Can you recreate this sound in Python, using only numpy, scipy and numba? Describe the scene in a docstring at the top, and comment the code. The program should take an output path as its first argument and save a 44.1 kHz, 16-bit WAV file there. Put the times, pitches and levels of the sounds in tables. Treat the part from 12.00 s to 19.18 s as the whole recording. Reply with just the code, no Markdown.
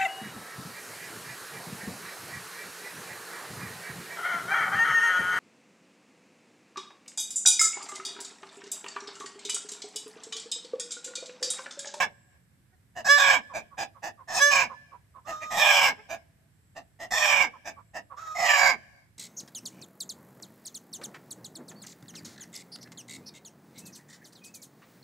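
"""A backyard run, where a hen cackles: short throaty clucks lead into long, rasping cries.
Her voice box (the syrinx) snaps open and shut, and her throat and beak colour the snaps; at times
it vibrates evenly and gives a clear tone. A second hen answers with soft notes and two long whines,
and the flock murmurs. The coop wall reflects at once, a far slope sends a late echo,
and the air holds a low rumble and a thin insect trill."""
import sys
import numpy as np
from scipy import signal
from scipy.fft import rfft, irfft, next_fast_len
from scipy.io import wavfile
from scipy.ndimage import map_coordinates
from numba import njit

SR = 44100
rng = np.random.default_rng(int(sys.argv[2]) if len(sys.argv) > 2 else 0)


def digitize_waveform(pressure):
    """Quantize a signal to 16-bit integers and store it at the path in sys.argv[1].

    Rows of a 2-D input are taken as channels; values are limited to [-1, 1].
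    """
    field = np.atleast_2d(pressure).T
    bounded = np.clip(field, -1, 1)
    quanta = np.round(bounded * 32767).astype(np.int16)
    wavfile.write(sys.argv[1], SR, quanta)


N = 316633

# Moments when a cry rings clear. Each row: start and length in seconds, level in dB, pitch in Hz,
# fade by the end in dB.
CLEAR_MOMENTS = [(0.01, 0.039, -20, 583, 3.5), (1.078, 0.12, -14, 577, 7.5),
                 (2.396, .138, -14.5, 576.8, 8.5)]
# Treble colour of the beak in cries and whines. Each row: frequency in Hz, level in dB.
BEAK_TREBLE = [(2400, -42), (3000, -13), (3500, -2.5), (4100, -1.5), (4750, -11.5), (5250, 4), (5800, -1),
               (6700, 1.5), (7200, 3.5), (8050, -9), (8700, -14), (10200, -24.5), (11800, -8.5),
               (14500, -20)]
# The second hen's voice. Each row: harmonic number, level in dB.
SECOND_HEN_TONE = [(1, -19.5), (2, -1.5), (3, -27.5), (4, -31), (5, -33.5), (6, -27.5), (7, -33.5),
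                   (8, -37), (9, -26.5), (10, -28)]


def cackles():
    """Long rasping cries: the slack syrinx tenses and leaps in pitch, then tires and drops."""
    # The cries, the first already under way. Each row: start and length in seconds, level and build-up
    # in dB, seconds to tense, seconds to open the beak, tense pitch in Hz, pulse scatter in cycles,
    # starting resonances 2-4 and main windpipe ring in Hz, low flutter in dB, levels of
    # resonances 2-4 and treble in dB above the throat, fade of resonance 4 in dB per second.
    cries = [ (-0.28, 0.36, -24, 0, 0.051, 0.27, 602, 0.059, 1750, 2495, 3416, 5340, 0, 1, -2.5, -0.5, -3.5, 15),
             (1.042, 0.37, -25.5, 5, .06, .24, 578.6, .08, 1696, 2534, 3847, 5270, -2, 0.5, 2.5, -4.5, -3.5, 5),
             (2.272, 0.41, -26, 13.5, .135, .25, 593, .06, 1788, 2558, 3300, 5247, 0, -1, 1.5, -3.5, -2, 9.1),
             (3.5, 0.44, -24.5, 9, .11, .15, 617.7, .1, 1903, 2470, 3498, 5237, -0.5, -1.5, 2, -2, -3.5, 14),
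             (5.104, 0.39, -27, 3.5, .064, .185, 630.3, .1, 1870, 2491, 3376, 5280, 1, -1, 5.5, -4, -4, 8),
             (6.345, 0.42, -24, 11, .125, .175, 597.3, .09, 2052, 2432, 2986, 4870, -3.5, 0, 1.5, -2.5, -4, 61),
             ]
    # Low colour of the throat. Each row: frequency in Hz, level in dB.
    throat_colour = [(250, -67), (400, -35), (460, -10.5), (560, -5.5), (700, 8), (900, 0.5), (1030, 1.5),
                     (1170, 2), (1350, -3.5), (1600, -34.5), (2500, -64)]
    # Windpipe resonances, the second being the main ring. Each row: centre and width in Hz, level in dB.
    windpipe = [(4524, 170, -11), (5327, 200, 0), (5926, 97, -10), (7140, 100, -13), (8024, 180, -7.5)]
    slack_hz, tired_hz, final_hz = 368.8, 538.2, 339.3  # pitch before the leap, before the drop, after it
    leap_s, drop_s, attack_s, release_s = .04, .065, .018, .077
    slack_scatter, drop_scatter = .2, .027  # in cycles
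    first_slack_hz, first_tense_hz, first_tired_hz = 710, 1090, 982  # resonance 1
    stretched_hz = 1629  # resonance 2 sinks to this as the neck stretches
    slack_db, shut_db = (-5, -.5, -8, -1.5), (8, -17, 1, 5.5)  # added to resonances 2-4 and treble
    out = np.zeros(N)
    for (start, length, db, build_db, tense_s, open_s, top_hz, top_scatter, second_hz, third_hz,
         fourth_hz, ring_hz, flutter_db, *colour_db, fade_db_per_s) in cries:
        t = span(start, length)
        age, left = t - start, start + length - t
        tension = ramp(age - tense_s + leap_s, leap_s)
        beak_shut = 1 - ramp(age, open_s)
        held_s = np.maximum(age - tense_s, 0)
        tired = ramp(held_s, length - tense_s - drop_s)
        drop = 1 - ramp(left, drop_s)
        pitch = slack_hz + tension * (top_hz - slack_hz) + tired * (tired_hz - top_hz)
        pitch += drop * (final_hz - tired_hz)
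        scatter = slack_scatter + tension * (top_scatter - slack_scatter)
        scatter += drop * (drop_scatter - top_scatter)
        source = syrinx_pulses(t, pitch, scatter, waver=.017, size_db=1.5, beat_db=2.2, breath=.18)
        source *= amp(wobble(t, 130))
        first_hz = first_slack_hz + tension * (first_tense_hz - first_slack_hz)
        centres_hz = [first_hz + tired * (first_tired_hz - first_tense_hz),
                      stretched_hz + (second_hz - stretched_hz) * np.exp(-(age / open_s) ** 2),
                      third_hz * (1 - .12 * (age / length) ** 2),
                      fourth_hz * (1 - .22 * tired)]
        effort_db = -4.5 * beak_shut - build_db * (1 - ramp(age, tense_s))
        effort_db -= 32 * (1 - ramp(left, release_s)) ** 2  # the cry dies ever faster
        dull_db = -.34 * effort_db  # less effort, less treble
        fades_db = (0, 0, fade_db_per_s * held_s + dull_db, 13 * held_s + dull_db)
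        levels_db = [level + slack * (1 - tension) + shut * beak_shut - fade
                     for level, slack, shut, fade in zip(colour_db, slack_db, shut_db, fades_db)]
        flutter_db += np.interp(pitch, [380, 540, 600], [-19, -22, -36])  # a tense syrinx barely flutters
        # The throat is never still: each resonance sways in frequency and level.
        centres_hz = [hz * (1 + .012 * wobble(t, 28)) for hz in centres_hz]
        levels_db = [level + 1.6 * wobble(t, 28) for level in levels_db]
        pipe = [(hz * ring_hz / windpipe[1][0], width, level) for hz, width, level in windpipe]
        voice = throat(t, source, centres_hz, levels_db, throat_colour, BEAK_TREBLE, pipe,
                       widths_hz=(280, 190, 182, 526), first_gain=.078, flutter_db=flutter_db)
        swell = ramp(age, attack_s) * amp(db + effort_db - 27.5 * clearness(t))
        add(out, t, swell * voice + croak(t, db=-48.5))
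    return out


def clearness(t):
    """Nears 1 where the rasp gives way to a clear tone; the rasp returns just before the tone ends."""
    attack_s, overlap_s, break_s = .024, .016, .034
    return sum(ramp(t - start, attack_s) * ramp(start + length - overlap_s - t, break_s)
               for start, length, *_ in CLEAR_MOMENTS)


def clear_tones():
    """For a moment in a cry the syrinx locks into a clear tone that fades and dulls."""
    # The clear voice. Each row: harmonic number, level in dB.
    harmonics = [(1, -18), (2, -16), (3, -2.5), (4, -21), (5, -26.5), (6, -18.5), (7, -23.5), (8, -26.5),
                 (9, -16.5), (10, -25), (11, -18), (12, -31.5), (13, -25.5), (14, -26.5), (15, -42),
                 (16, -37.5), (17, -55.5), (18, -41), (19, -36), (20, -33.5), (21, -42.5), (22, -39.5),
                 (23, -43.5), (24, -41)]
    # The colour it fades towards. Each row: frequency in Hz, level in dB.
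    dull_colour = [(1700, 4.5), (2900, -7.5), (5200, -6.5), (7000, -9), (12000, -13.5)]
    scoop_hz, scoop_s, attack_s, release_s = 49.3, .016, .024, .021
    out = np.zeros(N)
    for start, length, db, top_hz, fade_db in CLEAR_MOMENTS:
        t = span(start, length)
        age = t - start
        pitch = top_hz - scoop_hz * np.exp(-age / scoop_s)  # slides up into the note
        swell = ramp(age, attack_s) * ramp(length - age, release_s)
        swell *= amp(db - fade_db * (age / length) ** 2.6)
        bright = tone(t, pitch, harmonics, waver=.003, shimmer_db=1)
        dulled = (age / length) ** 2
        add(out, t, swell * ((1 - dulled) * bright + dulled * colour(bright, dull_colour)))
    return out


def clucks():
    """Short creaky grunts: slow, uneven pulses whose rate arches up and down."""
    # The clucks. Each row: start and length in seconds, level in dB, resonances 1-3 in Hz,
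    # levels of resonances 2, 3 and treble in dB above the throat.
    calls = [ (.948, .088, -38, 678, 1785, 2810, -4.5, -14, -10.5),
             (1.528, .097, -35, 653, 1650, 2390, -7.5, -4, -9.5),
             (1.767, .107, -35, 765, 1710, 2470, -2.5, -6.5, -5.5),
             (2.017, .103, -36.5, 757, 1770, 2680, -1.5, -11.5, -8),
             (3.258, .092, -38, 710, 1860, 2640, -3.5, -13.5, -10),
             (3.4, .075, -45, 612.5, 1920, 2400, 4, 4, -5),
             (4.082, .098, -36.5, 654, 1630, 2383, -5, -7, -9.5),
             (4.747, .08, -42, 710, 1823, 2740, -5, -12, -11.5),
             (4.986, .098, -39.5, 712, 1910, 2830, -2, -13.5, -8.5),
             (5.642, .09, -39, 680, 1700, 2400, -2.5, -7, -6.5),
             (5.931, .088, -38, 693, 1814, 2705, -2, -13, -9.5), ]
    # Low colour of the throat and treble colour of the beak. Each row: frequency in Hz, level in dB.
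    throat_colour = [(200, -55), (350, -29), (470, -11.5), (630, -3), (850, -3.5), (1100, -11.5),
                     (1350, -13.5), (1600, -29), (2500, -56)]
    beak_colour = [(2200, -36.5), (2900, -4.5), (3900, -7.5), (4400, -5), (5050, 2.5), (5500, -9),
                   (6050, -2), (7000, -1), (8100, -5.5), (8900, -13), (10500, -25), (12500, -13),
                   (14500, -18.5)]
    # Windpipe resonances. Each row: centre and width in Hz, level in dB.
    windpipe = [(3950, 570, -2.5), (5040, 180, -0.5), (5970, 240, 4.5), (6860, 130, -1), (7250, 390, -13)]
    onset_s, attack_s, release_s, sag_db_per_s = .016, .036, .05, 25.5
    fourth_hz, fourth_db = 3670, -22.5  # resonance 4
    out = np.zeros(N)
    for start, length, db, first_hz, second_hz, third_hz, second_db, third_db, treble_db in calls:
        t = span(start, length)
        age, steady = t - start, np.ones(len(t))
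        pitch = 202.4 + 138.6 * arch(t)
        source = syrinx_pulses(t, pitch, .06 * steady, waver=.025, size_db=1.8, beat_db=2, breath=.22)
        sink = 1 - .05 * (age / length - .5)
        centres_hz = [first_hz * sink, second_hz * steady, third_hz * steady, fourth_hz * steady]
        effort_db = -20 * (1 - ramp(age, attack_s)) ** 2 - sag_db_per_s * (age - attack_s)
        effort_db -= 26 * (1 - ramp(length - age, release_s)) ** 2
        levels_db = [second_db, third_db, fourth_db, treble_db + .34 * effort_db]
        voice = throat(t, source, centres_hz, levels_db, throat_colour, beak_colour, windpipe,
                       widths_hz=(190, 230, 230, 450), first_gain=.1, flutter_db=-15.5)
        add(out, t, ramp(age, onset_s) * amp(db + effort_db) * voice + croak(t, db=-58))
    return out


def croak(t, db):
    """As the pressure drops at the end of a call, the slack syrinx slides down into a low croak."""
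    left = t[-1] - t
    pitch = np.interp(left, [0, .07], [190, 380])
    swell = np.exp(-((left - .022) / .037) ** 2)
    return amp(db) * swell * tone(t, pitch, [(1, 1.5), (2, -2.5), (3, -3.5)], waver=.09, shimmer_db=2.5)


def syrinx_pulses(t, pitch, scatter, waver, size_db, beat_db, breath):
    """Uneven snaps of the syrinx, with a puff of rushing air in each cycle."""
    cycles = np.cumsum(pitch * (1 + waver * wobble(t, 120))) / SR
    count = np.arange(1, int(cycles[-1]))
    timing, size, drift = rng.standard_normal((len(count), 3)).T
    # A second membrane drifts in and out of step, adding tones between the harmonics.
    beat = np.sin(2 * np.pi * np.cumsum(.36 + .06 * drift))
    slip = (.75 * timing + .9 * beat) * np.interp(count, cycles, scatter)
    at = np.interp(count + slip, cycles, np.arange(len(t)))
    taps = at.astype(int)[:, None] + np.arange(-7, 9)  # a snap can fall between samples
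    snaps = np.sinc(taps - at[:, None]) * amp(size_db * size + beat_db * beat)[:, None]
    train = np.bincount(np.clip(taps, 0, len(t) - 1).ravel(), snaps.ravel(), len(t))
    puffs = rng.standard_normal(len(t)) * (1 + np.cos(2 * np.pi * cycles)) ** 2
    return unit((train - train.mean()) / np.sqrt(pitch)) + breath * unit(puffs)


def tone(t, pitch, harmonics, waver, shimmer_db):
    """Even vibration of the syrinx: harmonics on one slightly unsteady pitch."""
    phase = 2 * np.pi * np.cumsum(pitch * (1 + waver * wobble(t, 260))) / SR
    return unit(sum(amp(db + shimmer_db * wobble(t, 30)) * np.sin(k * phase + rng.uniform(0, 2 * np.pi))
                    for k, db in harmonics))


def throat(t, source, centres_hz, levels_db, low, high, pipe, widths_hz, first_gain, flutter_db):
    """Throat, windpipe and beak colour the pulses; levels_db sets resonances 2-4 and the treble."""
    # Low flutter of a slack syrinx. 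Each row: frequency in Hz, level in dB.
    flutter_colour = [(50, -6.5), (140, -1.5), (240, -5), (310, -14.5), (380, -13), (600, -50.5)]
    body = colour(source + first_gain * resonance(source, centres_hz[0], widths_hz[0]), low)
    vowel = sum(amp(level) * resonance(source, hz, width)
                for level, hz, width in zip(levels_db, centres_hz[1:], widths_hz[1:]))
    sink = (centres_hz[1] / 1700) ** .37  # as the neck stretches, the windpipe follows resonance 2
    upper = sum(amp(level + wobble(t, 22))
                * resonance(source, hz * sink * (1 + .014 * wobble(t, 18)), width)
                for hz, width, level in pipe)
    treble = amp(levels_db[-1]) * unit(colour(feather_blur(source, t60=.019), high) + unit(upper))
    return body + vowel + treble + amp(flutter_db) * colour(source, flutter_colour)


def feather_blur(x, t60):
    """Countless paths through beak and feathers blur each snap; t60 is the seconds to fade 60 dB."""
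    age = np.arange(SR // 40) / SR
    return signal.fftconvolve(x, rng.standard_normal(len(age)) * amp(-60 * age / t60))[:len(x)]


def soft_notes():
    """The second hen's husky falling notes: with her beak nearly shut, harmonic 2 carries them."""
    # Her notes. Each row: start and length in seconds, level in dB, resonance in Hz.
    notes = [(1.49, 0.052, -44, 1073), (1.705, 0.06, -52, 1083), (1.943, .055, -51.5, 1100),
             (2.171, 0.07, -48.5, 1080), (2.688, 0.063, -39, 1054), (2.912, 0.059, -45.5, 1045),
             (3.137, 0.072, -46.5, 1081), (5.525, 0.054, -45.5, 1041), (5.761, 0.061, -47.5, 1057),
             (6.096, 0.063, -41.5, 1075)]
    out = np.zeros(N)
    for start, length, db, hz in notes:
        t = span(start, length)
        pitch = hz / 2 * np.linspace(1.12, .88, len(t))
        husk = .6 * resonance(rng.standard_normal(len(t)), np.full(len(t), hz), width_hz=420)
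        voice = tone(t, pitch, SECOND_HEN_TONE[:4], waver=.018, shimmer_db=2)
        add(out, t, amp(db) * arch(t) ** 1.4 * unit(voice + husk))
    return out


def whines():
    """The second hen's long whines start rough and shaky, then settle, over a faint rasp."""
    # Her whines. Each row: start and length in seconds, level in dB, top pitch in Hz, seconds to settle.
    calls = [(3.243, .37, -40, 621.7, 0.16), (6.163, 0.33, -38, 649.3, .075)]
    start_hz, end_hz = 552, 613
    rise_s, clear_s, attack_s, release_s = .06, .18, .034, .068
    out = np.zeros(N)
    for start, length, db, top_hz, settle_s in calls:
        t = span(start, length)
        age = t - start
        settled = 1 - np.exp(-np.maximum(age - rise_s, 0) / settle_s)
        pitch = top_hz + (start_hz - top_hz) * (1 - ramp(age, rise_s)) ** 2 + (end_hz - top_hz) * settled
        rough = .36 * np.exp(-age / clear_s)
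        rasp = syrinx_pulses(t, pitch, np.full(len(t), .1), waver=.01, size_db=2, beat_db=2, breath=.3)
        husk = rough * resonance(rng.standard_normal(len(t)), 2 * pitch, width_hz=900)
        shake_db = 14 * rough * wobble(t, 45)
        swell = amp(db + shake_db) * ramp(age, attack_s) * ramp(length - age, release_s)
        voice = tone(t, pitch, SECOND_HEN_TONE, waver=.006 + .05 * rough, shimmer_db=1.4)
        add(out, t, swell * (voice + husk + amp(-19) * colour(rasp, BEAK_TREBLE)))
    return out


def flock():
    """Other hens murmur faintly, in low notes that rise and fall."""
    # The murmurs. Each row: start and length in seconds, level in dB, top pitch in Hz.
    murmurs = [(0.709, .055, -68.5, 370), (3.967, 0.061, -49, 441)]
    # Their voice. Each row: harmonic number, level in dB.
    harmonics = [(1, -2.5), (2, -3), (3, -9), (4, -3.5), (5, -3), (6, -10)]
    out = np.zeros(N)
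    for start, length, db, top_hz in murmurs:
        t = span(start, length)
        pitch = top_hz * (.88 + .12 * arch(t))
        add(out, t, amp(db) * arch(t) ** 2 * tone(t, pitch, harmonics, waver=.03, shimmer_db=2))
    return out


def two_ears(hz):
    """The direct sound reaches each ear with its own level and timing."""
    # Balance between the ears. Each row: frequency in Hz, left minus right level in dB.
    balance = [(600, -1.5), (1000, -8), (1350, -7.5), (1700, -2.5), (2000, -4.5), (2350, -10.5),
               (2600, -30.5), (3000, -0.5), (4400, -0.5), (5200, 4), (6300, 4), (7600, -12.5), (10000, -1),
               (12000, -12)]
    # Timing between the ears. Each row: frequency in Hz, radians by which the left leads.
    left_lead = [(100, -0.49), (860, -0.015), (1700, 1), (2400, -.2), (3000, 0.51), (5000, -.7),
                 (7000, 0.053), (14000, -.6)]
    ratio = amp(along(balance, hz))
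    turn = np.exp(.5j * along(left_lead, hz))
    return np.array([ratio * turn, 1 / turn]) * 2 / (1 + ratio)


def yard_reflections(x):
    """Quick scatter from the coop and the ground, different at each ear."""
    # How long the yard rings. Each row: frequency in Hz, seconds to fade by 60 dB.
    decay_times = [(150, 0.56), (1000, 0.091), (3000, 0.13), (12000, 0.01)]
    # Colour of the reflections. Each row: frequency in Hz, level in dB.
    wall_colour = [(500, -16), (1100, -6), (1700, -10.5), (2400, -8.5), (5000, -2.5), (9000, -8)]
    t = np.arange(N) / SR
    out = np.zeros((2, N))
    for centre_s in np.arange(0, t[-1] + .5, .5):  # blend into a fresh random tail every half second
        hz, age, noise = signal.stft(rng.standard_normal((2, SR // 4)), SR, nperseg=256)
        tail = signal.istft(noise * amp(-60 * age / along(decay_times, hz)[:, None]), SR, nperseg=256)[1]
        share = np.sqrt(np.clip(1 - 2 * abs(t - centre_s), 0, 1))
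        out += signal.oaconvolve(x * share, tail / np.linalg.norm(tail[0]), axes=1)[:, :N]
    return filtered(out, lambda hz: amp(along(wall_colour, hz)))


def far_echo(x, delay_s, spread_s, trees_db, t60):
    """Trees scatter a fading tail; the slope returns a blurred, dull echo."""
    # Colour of the echo. Each row: frequency in Hz, level in dB.
    echo_colour = [(200, -17), (600, -7), (1250, -18), (1750, -7), (2300, -14.5), (3000, -11),
                   (5500, -12.5), (9000, -22), (14000, -35)]
    t = np.arange(SR * 3 // 2) / SR
    slope = np.exp(-((t - delay_s) / spread_s) ** 2)
    trees = amp(trees_db - 60 * t / t60) * (1 - np.exp(-t / .022))
    tail = rng.standard_normal((2, len(t))) * (slope + trees)
    echo = signal.fftconvolve(x[None], tail / np.linalg.norm(tail[0]), axes=1)[:, :N]
    return filtered(echo, lambda hz: amp(along(echo_colour, hz)))


def outdoors():
    """Distant rumble and a thin insect trill that comes and goes."""
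    # Colour of the open air. Each row: frequency in Hz, level in dB.
    air_colour = [(15, -55.5), (25, -31.5), (63, -9), (97, -4), (184, -11.5), (205, -16.5), (468, -28.5),
                  (1320, -32.5), (1680, -27.5), (2130, -30.5), (2310, -32.5), (2780, -36), (6880, -40.5),
                  (7860, -36), (14500, -41.5)]
    # How alike the air sounds at the two ears. Each row: frequency in Hz, likeness from 0 to 1.
    likeness = [(30, .5), (100, .8), (240, .8), (900, .1), (14000, .05)]
    t = np.arange(N) / SR
    angle = lambda hz: np.arccos(along(likeness, hz)) / 2
    shares = lambda hz: np.array([np.cos(angle(hz)), np.sin(angle(hz))])
    mid, side = filtered(rng.standard_normal((2, N)), shares)
    air = amp(-63 + .35 * wobble(t, 17)) * colour(np.array([mid + side, mid - side]), air_colour)
    trill_band = [(6800, -67), (7500, -6.5), (7700, -4), (8000, -14), (8700, -67)]
    trill = colour(rng.standard_normal((2, N)), trill_band) * amp(-83.5 + 5.8 * wobble(t, 3.9))
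    return (air + trill) * amp([[-1], [1]])  # a little louder on the right


def amp(db):
    """Turn decibels into a gain."""
    return 10 ** (np.asarray(db) / 20)


def unit(x):
    """Scale to an average (rms) level of 1."""
    return x / np.sqrt(np.mean(x ** 2) + 1e-20)


def along(points, hz):
    """Read between rows of (Hz, value) on a log frequency axis."""
    freqs, values = np.transpose(points)
    return np.interp(np.log(hz + 1), np.log(freqs + 1), values)


def span(start, length):
    """The sample times of a call, in seconds."""
    return np.arange(max(round(start * SR), 0), min(round((start + length) * SR), N)) / SR


def add(track, t, sound):
    """Lay a call into a track with softened ends."""
    track[round(t[0] * SR):][:len(t)] += sound * signal.windows.tukey(len(t), min(256 / len(t), 1))


def ramp(elapsed, duration):
    """Rise from 0 to 1 over the duration, then hold."""
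    return np.clip(elapsed / duration, 0, 1)


def arch(t):
    """Rise from 0 to 1 and fall back over a call."""
    return np.sin(np.linspace(0, np.pi, len(t)))


def wobble(t, rate):
    """A smooth curve through random values, rate of them a second."""
    knots = rng.standard_normal(int(len(t) * rate / SR) + 4)
    return map_coordinates(knots, [np.arange(len(t)) * rate / SR])


def filtered(x, response):
    """Scale each frequency in x by response(hz)."""
    n = x.shape[-1]
    padded = next_fast_len(n + 8192)
    return irfft(rfft(x, padded) * response(np.fft.rfftfreq(padded, 1 / SR)), padded)[..., :n]


def colour(x, points):
    """Shape x with rows of (Hz, dB), then scale it to level 1."""
    return unit(filtered(x, lambda hz: amp(along(points, hz))))


@njit
def ring(x, pole):
    """Two gliding resonators, the first feeding the second."""
    y, first, second = np.zeros(len(x)), 0j, 0j
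    for i in range(len(x)):
        first = first * pole[i] + x[i]
        second = second * pole[i] + first
        y[i] = second.real
    return y


def resonance(x, hz, width_hz):
    """Keep a moving band of x around hz, scaled to level 1."""
    return unit(ring(x, np.exp((2j * np.pi * hz - np.pi * width_hz) / SR)))


def scene():
    """The hens stand a little to the right, in front of the coop."""
    hens = cackles() + clear_tones() + clucks() + soft_notes() + whines() + flock()
    direct = amp(-1) * filtered(hens, two_ears)
    near = direct + yard_reflections((direct + hens) / 2)
    far = amp(-19.5) * far_echo(hens, delay_s=.32, spread_s=.046, trees_db=16, t60=.83)
    return near + far + outdoors()


def record(dry):
    """Cut away the very highest treble."""
    return filtered(dry, lambda hz: hz < 14650)


dry = scene()
out = record(dry)
digitize_waveform(out)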